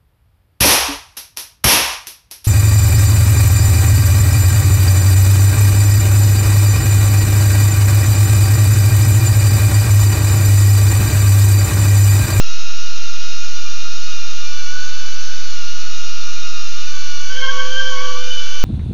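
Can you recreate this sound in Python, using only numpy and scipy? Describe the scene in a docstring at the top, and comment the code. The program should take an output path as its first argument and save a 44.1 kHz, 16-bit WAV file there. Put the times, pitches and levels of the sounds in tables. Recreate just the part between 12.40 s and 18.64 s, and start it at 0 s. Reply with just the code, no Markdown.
"""Small drone hovering outdoors

Four three-blade propellers whine, each at its own wavering speed, over the rush of blade turbulence.
Bands of whine and rush flare up as the pitches climb or sink, and near the end the lowest whine
swells louder near 1100 Hz. A faint steady low hum lies underneath.
The recorder is narrow-band, sits on a steady offset and limits its peaks."""
import sys
import numpy as np
from scipy import signal
from scipy.fft import rfft, irfft
from scipy.io import wavfile
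from scipy.ndimage import uniform_filter1d, minimum_filter1d

SR = 44100
rng = np.random.default_rng(int(sys.argv[2]) if len(sys.argv) > 2 else 0)


def materialize(psi):
    """Save the field psi as 16-bit PCM at rate SR to the path in sys.argv[1].

    A 1-D psi becomes a single channel; in a 2-D psi each row is a channel.
    """
    bounded = np.clip(np.atleast_2d(psi).T, -1, 1)
    quanta = np.round(bounded * 32767).astype(np.int16)
    wavfile.write(sys.argv[1], SR, quanta)


N = 275184
BLADES = 3

# The multiples of the shaft speed that sing. Order 3 is the blade-pass tone.
ORDERS = [1, 2, 3, 4, 6, 9, 12, 15]
# Each row is a rotor (fastest, second, slowest, third): the base level of each order in dB.
ORDER_LEVELS = [(-55, -66.5, -42.5, -66, -42, -43.5, -42, -59.5),
                (-64.5, -67.5, -48.5, -69, -49, -49, -50.5, -55.5),
                (-65, -75, -47.5, -67, -44, -43.5, -48, -49.5),
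                (-67.5, -78, -49.5, -69, -52, -48.5, -51, -51.5)]
# Speed hunting under the flight controller, same rotors. Each row: rate in Hz, rms pitch depth in Hz.
HUNTING = [(16.2, 8.96), (14, 8.8), (13, 5.37), (12, 6)]
# Pitch lines of three rotors. Each row: time in seconds, blade-pass pitch in Hz.
FASTEST_PITCH = [(0.0, 1384), (0.16, 1420), (0.22, 1398), (0.46, 1425), (0.69, 1396), (0.86, 1424),
                 (0.97, 1402), (1.14, 1434), (1.47, 1402), (1.7, 1439), (1.77, 1399), (2.0, 1420),
                 (2.17, 1472), (2.27, 1447), (2.33, 1479), (3.04, 1478), (3.23, 1413), (3.42, 1450),
                 (3.61, 1415), (3.9, 1424), (4.28, 1395), (4.56, 1490), (4.77, 1443), (4.94, 1528),
                 (5.01, 1537), (5.035, 1562), (5.065, 1541), (5.095, 1578), (5.122, 1522), (5.176, 1522),
                 (5.206, 1562), (5.242, 1526), (5.296, 1537), (5.364, 1561), (5.42, 1584), (5.448, 1525),
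                 (5.476, 1587), (5.506, 1523), (5.528, 1553), (5.58, 1518), (5.62, 1536), (5.76, 1507),
                 (6.02, 1498), (6.24, 1501)]
SECOND_PITCH = [(0.0, 1322), (0.84, 1342), (1.84, 1339), (2.42, 1361), (2.7, 1336), (3.05, 1352),
                (3.6, 1327), (4.4, 1335), (4.95, 1404), (5.55, 1442), (6.05, 1384), (6.24, 1400)]
SLOWEST_PITCH = [(0.0, 1284), (0.28, 1249), (0.68, 1226), (0.87, 1254), (1.25, 1205), (1.5, 1246),
                 (1.61, 1230), (1.7, 1250), (1.8, 1208), (1.92, 1235), (2.28, 1154), (2.4, 1181),
                 (2.62, 1182), (2.73, 1154), (2.85, 1185), (3.25, 1172), (3.5, 1233), (3.88, 1201),
                 (4.1, 1248), (4.31, 1208), (4.47, 1219), (4.57, 1158), (4.86, 1150), (5.0, 1117),
                 (5.04, 1080), (5.09, 1075), (5.125, 1135), (5.19, 1101), (5.33, 1175), (5.4, 1143),
                 (5.46, 1159), (5.57, 1100), (5.63, 1142), (5.75, 1144), (5.84, 1197), (5.97, 1189),
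                 (6.04, 1163), (6.24, 1166)]
# The third rotor shadows the slowest. Each row: time in seconds, pitch above the slowest in Hz.
THIRD_GAP = [(2.2, 0), (2.55, 68), (3.3, 82), (3.7, 45), (3.88, 68), (4.05, 0), (4.5, 8), (4.75, 55),
             (4.95, -0.5)]
# The balance as the drone turns and tilts. Each row: time in seconds, then gain in dB for the
# fastest, second, slowest and third rotor.
FACING = [(0.0, 0, 0.5, -1, 0), (1.9, 0, -1, 1, -2), (2.3, 1, 0, -0.5, -3), (2.7, 1, -0.5, -4, -3),
          (3.3, 0.5, -3.5, -3.5, -1.5), (3.8, 0, -1.5, -1, 0.5), (4.3, 0, -0.5, 0, -1),
          (4.8, 2, -0.5, 0.5, 0), (5.0, 2, 3.5, 1.5, -14), (5.35, 1.5, 4, 0, -13.5),
          (5.751, 0.5, 3, 3, -12), (6.24, 0.5, 2, 2, -14)]
# The fastest rotor's shaft tone swells as it speeds up. Each row: time in seconds, gain in dB.
SHAFT_SWELL = [(4.88, -2.5), (4.96, -0.5), (5.01, 7.5), (5.65, 9.5), (5.85, 9), (6.0, 5.5), (6.1, 3.5),
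               (6.24, 2)]
# Brief throbs of the fastest rotor. Each row: centre in seconds, length in seconds, order, gain in dB.
THROBS = [(2.38, 0.25, 3, 8.5), (4.915, 0.036, 3, 4.5), (5.926, 0.057, 6, 10.5), (5.988, 0.039, 6, 13)]
# How well a tone carries to the listener. Each row: pitch in Hz, gain in dB.
CARRY = [(1100, -1.5), (1180, -1.5), (1250, -0.5), (1450, -0.5), (2350, -1), (2480, -0.5), (2830, 1),
         (2950, -1.5), (3300, -6.5), (3450, -3), (3550, 0), (3750, 1), (4250, -0.5), (4420, 2), (4700, -4),
         (5000, 1.5), (5700, -1), (5900, -2), (6200, -5)]
# Sharp peaks that the tones sweep into. Each row: centre in Hz, width in Hz, gain in dB.
SHARP_PEAKS = [(1578, 27, 8), (3156, 55, 7.5)]
# Bands of whine and rush that flare up as the fastest rotor climbs or the slowest sinks past a pitch.
# Each row: low edge in Hz, high edge in Hz, full boost in dB, waking pitch in Hz.
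CLIMB_FLARES = [(473, 553.7, 11.5, 1500), (1541.4, 1612, 13, 1464), (1607, 1742, 12.5, 1518),
                (2933, 3330, 6.5, 1492), (3100, 3290, 7.5, 1520)]
SINK_FLARES = [(2020, 2290, 8.6, 1120), (3310, 3460, 4.4, 1125)]
# The lowest whine swells louder near 1100 Hz. Each row: start in seconds, end in seconds, boost in dB.
LOW_SWELLS = [(5.026, 5.296, 17), (5.299, 5.52, 9.5), (5.518, 5.8, 16)]
# The colour of the blade turbulence. Each row: frequency in Hz, relative level in dB.
RUSH_COLOUR = [(130, -26), (165, -17), (210, -10.5), (600, -13.5), (1000, -11.5), (1600, -8.5),
               (2100, -7.5), (2700, -3), (3400, -4), (4600, -3), (5400, -0.5), (6200, 0.5)]
# A faint steady low hum. Each row: frequency in Hz, rms level in dB ahead of the limiter.
LOW_HUM = [(86.13, -53), (129.2, -65)]
# The recorder's treble roll-off. Each row: frequency in Hz, gain in dB.
TREBLE_ROLL = [(6300, 1), (6800, -3.5), (7100, -15), (7300, -21.5), (7450, -46.5)]


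def rotor(blade_hz, facing_db, hunting, levels_db, lifts_db):
    """One propeller's whine: shaft orders on a hunting speed, fluttering in disturbed inflow."""
    rate_hz, depth_hz = hunting
    turns = np.cumsum(blade_hz + depth_hz * wander(rate_hz, width_hz=5.05)) / BLADES / SR
    whine = np.zeros(N)
    for order, base_db in zip(ORDERS, levels_db):
        flutter_db = 2.1 if order >= BLADES else 1.1  # the shaft's own imbalance tone is steadier
        steady_db = base_db + carry_db(blade_hz * order / BLADES) + facing_db
        level_db = steady_db + lifts_db.get(order, 0) + flutter_db * wander(0, width_hz=44.4)
        phase_slip = .04 * order * wander(0, width_hz=60)  # higher orders blur more
        phase = 2 * np.pi * (order * turns + rng.random()) + phase_slip
        whine += np.sqrt(2) * gain_of(level_db) * np.cos(phase)
    return whine


def carry_db(hz):
    """How strongly a tone reaches the listener: broad colour plus sharp peaks."""
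    peaks_db = sum(db * np.exp(-((hz - centre) / width) ** 2) for centre, width, db in SHARP_PEAKS)
    return curve(hz, CARRY) + peaks_db


def throb_db(t, order):
    """Bell-shaped swells on one tone of the fastest rotor."""
    return sum(db * np.exp(-(2 * (t - centre) / length) ** 2)
               for centre, length, throb_order, db in THROBS if throb_order == order)


def band_flares(sound, fastest_hz, slowest_hz, wake_span_hz=3.5, linger_s=0.051):
    """Bands flare up while a rotor is past a waking pitch; the lowest whine swells at set times."""
    hz, t, spectra = signal.stft(sound, SR, nperseg=1024, noverlap=896)
    # the flares lag: they follow the average pitch over the last linger_s
    lagged = np.clip(((t - linger_s / 2) * SR).astype(int), 0, N - 1)
    fast = uniform_filter1d(fastest_hz, size=round(linger_s * SR))[lagged]
    slow = uniform_filter1d(slowest_hz, size=round(linger_s * SR))[lagged]
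    bands = [(lo, hi, db * soft_step(fast - wake, wake_span_hz)) for lo, hi, db, wake in CLIMB_FLARES]
    bands += [(lo, hi, db * soft_step(wake - slow, wake_span_hz)) for lo, hi, db, wake in SINK_FLARES]
    swell_band_hz = (1027, 1175)
    bands += [(*swell_band_hz, db * plateau(t, start, end, edge=0.013)) for start, end, db in LOW_SWELLS]
    boost_db = sum(np.outer(plateau(hz, lo, hi, edge=15), db) for lo, hi, db in bands)
    return signal.istft(spectra * gain_of(boost_db), SR, nperseg=1024, noverlap=896)[1][:N]


def blade_rush(level_db=-26.5):
    """Blade turbulence: a bright bed of noise with faint drifting patches."""
    frames, hz = N // 256 + 5, np.fft.rfftfreq(1024, 1 / SR)
    real, imaginary, patches = rng.standard_normal((frames, len(hz), 3)).T
    patches = uniform_filter1d(patches, size=10, axis=0)  # smear across frequency
    patches = unit_rms(uniform_filter1d(patches, size=12, axis=1))  # and across time
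    knots_hz, knots_db = np.transpose(RUSH_COLOUR)
    colour_db = np.interp(np.log(hz + 1), np.log(knots_hz), knots_db) - 40 * (hz < 100)
    spectra = (real + 1j * imaginary) * gain_of(colour_db[:, None] + .8 * patches)
    noise = signal.istft(spectra, nperseg=1024, noverlap=768)[1][:N]
    return gain_of(level_db) * unit_rms(noise)


def low_hum(t):
    """A faint steady low hum of two sine tones."""
    return sum(np.sqrt(2) * gain_of(db) * np.sin(2 * np.pi * hz * t) for hz, db in LOW_HUM)


def wander(centre_hz, width_hz, hop=64):
    """Slow random modulation: noise in a bell-shaped band, rms about 1."""
    steps = N // hop + 2
    hz = np.fft.rfftfreq(steps, hop / SR)
    bell = np.exp(-((hz - centre_hz) / width_hz) ** 2) * (hz > 0)
    drift = irfft(rfft(rng.standard_normal(steps)) * bell, steps)
    return np.interp(np.arange(N) / hop, np.arange(steps), unit_rms(drift))


def soft_step(x, edge):
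    """Fades from 0 to 1 as x passes zero."""
    return .5 * (1 + np.tanh(x / edge))


def plateau(x, start, end, edge):
    """1 between start and end, with soft edges."""
    return soft_step(x - start, edge) - soft_step(x - end, edge)


def curve(x, points):
    """Straight lines between breakpoints."""
    return np.interp(x, *np.transpose(points))


def gain_of(db):
    """Decibels to amplitude."""
    return 10 ** (np.asarray(db) / 20)


def unit_rms(x):
    """Scales to rms 1."""
    return x / np.sqrt(np.mean(x ** 2) + 1e-20)


def scene():
    """Four whining rotors and their rush, with flaring bands, in mono."""
    t = np.arange(N) / SR
    fastest, second, slowest = (curve(t, line) for line in (FASTEST_PITCH, SECOND_PITCH, SLOWEST_PITCH))
    blade_hz = [fastest, second, slowest, slowest + curve(t, THIRD_GAP)]
    times, *facing_columns = np.transpose(FACING)
    facing_db = [np.interp(t, times, db) for db in facing_columns]
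    fastest_lifts_db = {1: curve(t, SHAFT_SWELL), 3: throb_db(t, order=3), 6: throb_db(t, order=6)}
    whine = sum(map(rotor, blade_hz, facing_db, HUNTING, ORDER_LEVELS, [fastest_lifts_db, {}, {}, {}]))
    return band_flares(whine + blade_rush(), fastest, slowest)[None]


def record(dry, offset=.7054, ceiling=.95, band_edge_hz=7488):
    """Treble roll-off, a steady offset, a limiter that ducks the whole mix, then the band limit."""
    t, hz = np.arange(N) / SR, np.fft.rfftfreq(N, 1 / SR)
    dulled = irfft(rfft(dry[0]) * gain_of(curve(hz, TREBLE_ROLL)), N)
    mix = dulled + offset + low_hum(t)
    safe_gain = np.minimum(ceiling / np.maximum(abs(mix), 1e-9), 1)
    held_gain = minimum_filter1d(safe_gain, size=600)
    limited = mix * uniform_filter1d(held_gain, size=500)
    lowpass = signal.firwin(1025, band_edge_hz, window=("kaiser", 9), fs=SR)
    return signal.oaconvolve(np.pad(limited, 512, "reflect"), lowpass, "valid")[None]


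dry = scene()
out = record(dry)
materialize(out)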